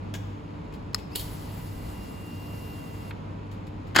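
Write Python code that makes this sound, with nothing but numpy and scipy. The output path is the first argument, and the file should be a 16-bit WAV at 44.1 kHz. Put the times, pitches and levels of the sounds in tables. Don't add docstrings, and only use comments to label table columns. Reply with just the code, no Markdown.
import sys
import numpy as np
from scipy import signal
from scipy.fft import rfft, irfft
from scipy.io import wavfile

SR = 44100
rng = np.random.default_rng(int(sys.argv[2]) if len(sys.argv) > 2 else 0)


def store_wav(level_fs):
    pcm = np.round(np.clip(np.atleast_2d(level_fs), -1, 1) * 32767)
    wavfile.write(sys.argv[1], SR, pcm.T.astype(np.int16))


N = 176400
T = np.arange(N) / SR
F = np.fft.rfftfreq(N, 1 / SR)


def amp(db):
    return 10 ** (np.asarray(db) / 20)


def unit(x):
    return x / np.sqrt(np.mean(x ** 2) + 1e-20)


def over_time(points):
    return np.interp(T, *np.array(points).T)


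def over_hz(points, size=N):
    hz, values = np.array(points, float).T
    return np.interp(np.log(np.fft.rfftfreq(size, 1 / SR) + 1), np.log(hz), values)


def noise(spectrum, resonances=()):
    lift = sum(db * np.exp(-(2 * (F - hz) / width) ** 2) for hz, width, db in resonances)
    return unit(irfft(rfft(rng.standard_normal(N)) * amp(over_hz(spectrum) + lift), N))


def drift(rate_hz):
    return unit(irfft(rfft(rng.standard_normal(N)) * np.exp(-(F / rate_hz) ** 2) * (F > 0), N))


def tone(phase, db):
    return np.sqrt(2) * amp(db) * np.sin(phase)


def place(x, pan_db):
    return x * amp([[pan_db / 2], [-pan_db / 2]])


def through(x, response):
    return signal.fftconvolve(x, response / np.linalg.norm(response))[:N]


def resonate(force, body, size=1024):
    cepstrum = irfft(np.log(amp(over_hz(body, size))))
    cepstrum[1:size // 2] *= 2
    cepstrum[size // 2 + 1:] = 0
    response = irfft(np.exp(rfft(cepstrum)))
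    return np.array([through(channel, response) for channel in force])


def contact(start, db, decay, pan_db, spread):
    age = T - start
    envelope = amp(db) * (age >= 0) * np.exp(-np.clip(age / decay, 0, 20))
    direct, reflected = envelope * np.sign(rng.standard_normal((2, N)))
    return place(direct, pan_db) + spread * np.array([reflected, -reflected])


def blows(rows, body, spread):
    return resonate(sum(contact(*row, spread) for row in rows), body)


def ring(start, modes, peak_db):
    t = T[:N // 4]
    ringing = sum(amp(db - 60 * t / t60) * np.sin(2 * np.pi * hz * t) for hz, db, t60 in modes)
    ringing *= amp(peak_db) / np.abs(ringing).max()
    return np.pad(ringing, (int(start * SR), N))[:N]


# f/Hz, relative level/dB
AIR_SPECTRUM = [(15, -45), (25, -27), (48, -4.5), (69, -6.5), (102, -2.5), (124, -9), (150, -2.5),
                (220, -7.5), (300, -10), (357, -16), (440, -16.5), (730, -24), (900, -21), (1700, -33),
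                (2500, -32.5), (3200, -37.5), (4500, -43.5), (6000, -51.5), (7100, -48.5), (8600, -61.5),
                (10100, -53.5), (13000, -68), (16000, -66)]
# f/Hz, coefficient
AIR_CORRELATION = [(60, 0.95), (130, 0.85), (300, 0.67), (640, -0.39), (1400, -0.13), (3000, 0.66),
                   (6800, -0.16), (15000, -0.45)]
# f/Hz, level/dB
FAN_TONES = [(100, -42.5), (149, -60.5), (297.5, -51.5), (444, -60.5), (975, -65.5)]
def ventilation():
    correlation = over_hz(AIR_CORRELATION)
    width = np.sqrt((1 - correlation) / (1 + correlation))
    mid = noise(AIR_SPECTRUM)
    side = irfft(rfft(noise(AIR_SPECTRUM)) * width, N)
    air = amp(-39.5 + 0.5 * drift(6.8)) * np.array([mid + side, mid - side])
    hum = np.zeros(N)
    for hz, db in FAN_TONES:
        phase = 2 * np.pi * np.cumsum(hz + 0.96 * drift(5.55)) / SR
        hum += tone(phase, db + 1.9 * drift(2.8))
    return air + hum


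# f/Hz, relative level/dB
RUMBLE_SPECTRUM = [(15, -17), (35, -3), (55, 4), (80, -1.5), (200, -28), (1000, -65)]
# t/s, level/dB
RUMBLE_ENVELOPE = [(0, -56), (.7, -51), (1.3, -45), (1.9, -42), (2.3, -59), (4, -51)]
def rumble():
    return noise(RUMBLE_SPECTRUM) * amp(over_time(RUMBLE_ENVELOPE))


# t/s, level/dB, time constant/s, pan/dB
ROCKER_BLOWS = [(.1398, -33, 0.0063, 6), (.149, -38.5, 0.016, 2)]
TICK_BLOWS = [(.651, -69, 0.0077, 12), (.7244, -54, 0.0087, 4), (.738, -52, 0.018, 6),
              (.9325, -46, 0.0026, 1), (.958, -43, .006, 3), (.981, -47, 0.025, 4), (1.03, -68, .015, -3),
              (3.5144, -54.5, 0.024, 11), (3.6686, -53.5, 0.015, 5), (3.869, -59, 0.03, 9)]
# f/Hz, relative level/dB
ROCKER_RESPONSE = [(600, 0), (1400, -8), (1650, 4), (1900, -4), (2200, 2), (2700, -3), (3400, 1.5),
                   (4200, -9), (7000, -4), (9000, -15), (11500, -13.5), (16000, -12)]
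TICK_RESPONSE = [(1000, -12), (2500, -3.5), (4700, -9), (6000, -17), (7200, -11), (9000, -21), (11500, -14),
                 (16000, -22)]
def light_clicks():
    rocker = blows(ROCKER_BLOWS, ROCKER_RESPONSE, spread=0.38)
    return rocker + blows(TICK_BLOWS, TICK_RESPONSE, spread=0.38)


# t/s, level/dB, time constant/s, pan/dB
SNAP_BLOWS = [(.9455, -17, 0.0023, 9.5), (.9495, -33, 0.0015, 0)]
# f/Hz, relative level/dB
SNAP_RESPONSE = [(500, -43), (900, -26), (1200, -8), (2000, -9), (3100, -12), (4200, -10), (5000, 5.5),
                 (6200, -17), (7400, -8.5), (8600, -13), (11500, -15), (16000, -20)]
# f/Hz, relative level/dB, T60/s
PLASTIC_MODES = [(1220, -13.5, 0.035), (1940, -8, 0.015), (4260, -4.5, 0.019), (5160, -27, 0.013)]
def switch_snap():
    ringing = ring(SNAP_BLOWS[0][0], PLASTIC_MODES, peak_db=-16)
    return blows(SNAP_BLOWS, SNAP_RESPONSE, spread=0.45) + place(ringing, pan_db=1)


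# t/s, level/dB
WHINE_ENVELOPE = [(1.12, -57), (1.25, -72), (1.55, -69.5), (1.85, -67.5), (2.0, -61), (2.35, -58.5),
                  (2.65, -56.5), (2.9, -61.5), (3.1, -63)]
FIFTH_ENVELOPE = [(1.15, -80), (1.3, -65), (1.9, -59), (2.2, -77), (2.45, -62), (2.7, -58), (2.9, -72),
                  (3.1, -70)]
# harmonic number, relative level/dB
WHINE_HARMONICS = [(1, 2.5), (2, -18), (4, -18)]
def pump_whine(phase):
    level = over_time(WHINE_ENVELOPE)
    whine = sum(tone(k * phase, level + db + 0.48 * drift(12)) for k, db in WHINE_HARMONICS)
    return whine + tone(5 * phase, over_time(FIFTH_ENVELOPE) + 1.5 * drift(10))


def flicker(x, centres_hz=(2510, 5500, 8500, 11500, 14500), depth_db=1.5):
    bands = (over_hz(list(zip(centres_hz, row))) for row in np.eye(len(centres_hz)))
    return sum(irfft(rfft(x) * band, N) * amp(depth_db * drift(10)) for band in bands)


# f/Hz, relative level/dB
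FUEL_SPECTRUM = [(600, 8), (1000, 4), (1600, 1.5), (3000, -3.5), (4600, 2), (6000, -4), (7600, -1.5),
                 (11200, -2.5), (14600, 3.5), (16000, -14)]
# f/Hz, width/Hz, gain/dB
FUEL_RESONANCES = [(3000, 74, 9.5), (3260, 50, 10), (4150, 27, 3.5), (7340, 130, 4.5), (8030, 130, 8.5),
                   (7800, 78, -4), (9700, 100, -9), (10130, 320, 9.5), (11140, 200, 9), (12000, 300, 2.5)]
def fuel_hiss(phase, load_s, vanes=9):
    surge_db = 10 * (T > load_s) * np.exp(-np.abs(T - load_s) / 0.43)
    pulsing = 1 + 0.16 * np.sin(phase / vanes)
    flow = amp(-57 + surge_db + 0.51 * drift(27)) * pulsing
    common, left, right = (noise(FUEL_SPECTRUM, FUEL_RESONANCES) for _ in range(3))
    return flow * flicker(place(common, pan_db=8.5) + 0.91 * np.array([left, right]))


def fuel_pump(on_s, load_s, off_s):
    spin_up_s, fade_s = 0.018, 0.0061
    vane_hz, sag_hz_per_s, coil_hz = 2820, 28, 2004
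    age = np.maximum(T - on_s, 0)
    speed = 1 - np.exp(-age / spin_up_s)
    envelope = speed ** 6 * np.exp(-np.maximum(T - off_s, 0) / fade_s)
    pitch_hz = speed * (vane_hz - sag_hz_per_s * age) + 1.3 * drift(25)
    phase = 2 * np.pi * np.cumsum(pitch_hz) / SR
    coil = tone(2 * np.pi * coil_hz * T, -66 + 1.2 * drift(5))
    spin_up_rasp = amp(-49) * (T < load_s) * drift(350) * np.sin(1.85 * phase)
    return envelope * (pump_whine(phase) + fuel_hiss(phase, load_s) + coil + spin_up_rasp)


# t/s, level/dB, time constant/s, pan/dB
CLACK_BLOWS = [(1.153, -38, 0.005, 1), (1.157, -21, .006, -1), (1.168, -37, 0.046, -4),
               (1.195, -35, 0.024, 6)]
# f/Hz, relative level/dB
CLACK_RESPONSE = [(300, 2), (700, 0.5), (1400, -11), (2200, -4), (3000, 3), (4500, 6), (5600, -7),
                  (8300, 3.5), (14400, 6.5), (16000, -6)]
# f/Hz, relative level/dB, T60/s
METAL_MODES = [(2860, -8, 0.33), (2890, 7, 0.16), (3000, -2, .3), (3180, 5, 0.28), (3430, -9, 0.22),
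               (3530, -16, 0.26), (4500, 4, 0.25), (4040, -7, .3), (4630, -10, 0.26), (4600, -16, .3),
               (10500, 4, .2), (11300, -9, .2), (11710, -1, .2), (14193, 10, 0.18)]
def pump_clack():
    ringing = ring(CLACK_BLOWS[0][0], METAL_MODES, peak_db=-27)
    return blows(CLACK_BLOWS, CLACK_RESPONSE, spread=0.52) + place(ringing, pan_db=6)


# t/s, level/dB, time constant/s, pan/dB
KNOCK_BLOWS = [(3.109, -34.5, 0.0046, -1), (3.112, -39.5, 0.0026, 6)]
# f/Hz, relative level/dB
KNOCK_RESPONSE = [(400, -39), (900, -7), (1200, -4), (1850, 1.5), (2400, -3), (2800, -11), (3400, -8),
                  (4500, -18), (8000, -52), (16000, -51)]
def pump_knock():
    return blows(KNOCK_BLOWS, KNOCK_RESPONSE, spread=0.28)


# t/s, level/dB, time constant/s, pan/dB, low-pass cutoff/Hz
STARTER_BLOWS = [(3.948, -36.5, 0.016, 4, 12000), (3.953, -28, 0.029, 12.5, 3500),
                 (3.9619, -10.5, 0.0026, -1, 13800), (3.9656, -10.5, .005, 2, 2800),
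                 (3.975, -22.5, 0.034, 3, 3500), (3.987, -12, 0.0076, 5, 4500),
                 (3.9925, -7.5, 0.0084, 0, 1590)]
# f/Hz, relative level/dB
STARTER_RESPONSE = [(60, -35), (180, -5.5), (350, -4), (500, -11.5), (650, -6.5), (1000, -6.5),
                    (1350, -0.5), (1850, 1.5), (2300, -12), (3100, -2.5), (3900, -11.5), (4700, -7),
                    (5900, -17), (7100, -9), (8600, -18), (11300, -16), (14000, -14), (16000, -22)]
def starter():
    force = np.zeros((2, N))
    for *blow, cutoff_hz in STARTER_BLOWS:
        low_pass = signal.butter(1, cutoff_hz, fs=SR)
        force += signal.lfilter(*low_pass, contact(*blow, spread=0.38))
    return amp(2.5) * resonate(force, STARTER_RESPONSE)


def hall(x, wet_db, low_t60_s=1.0, high_t60_s=0.7):
    t = T[:N // 2]
    tails = []
    for channel in x:
        white = rng.standard_normal(len(t))
        low = signal.lfilter(*signal.butter(1, 4000, fs=SR), white)
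        response = low * amp(-60 * t / low_t60_s) + (white - low) * amp(-60 * t / high_t60_s)
        tails.append(through(channel, response * (t > .006)))
    return x + amp(wet_db) * np.array(tails)


def scene():
    background = ventilation() + rumble()
    switches = hall(light_clicks(), wet_db=-7.5) + hall(switch_snap(), wet_db=-24)
    pump = fuel_pump(on_s=1.08, load_s=CLACK_BLOWS[0][0], off_s=3.11) + pump_clack() + pump_knock()
    return background + switches + hall(pump + starter(), wet_db=-15.5)


def record(dry):
    mono_above_hz, lag_above_hz, lag_s, top_hz = 6200, 6980, .000236, 16000
    f = np.fft.rfftfreq(2 * N, 1 / SR)
    spectrum = rfft(dry, 2 * N)
    mono_share = np.clip((f - mono_above_hz) / 400 + .5, 0, 1)
    spectrum = spectrum * (1 - mono_share) + spectrum.mean(axis=0) * mono_share
    spectrum[0] *= np.exp(-2j * np.pi * np.maximum(f - lag_above_hz, 0) * lag_s)
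    rounded = np.tanh(irfft(spectrum)[:, :N])
    return signal.sosfilt(signal.ellip(8, .2, 80, top_hz, fs=SR, output="sos"), rounded)


dry = scene()
out = record(dry)
store_wav(out)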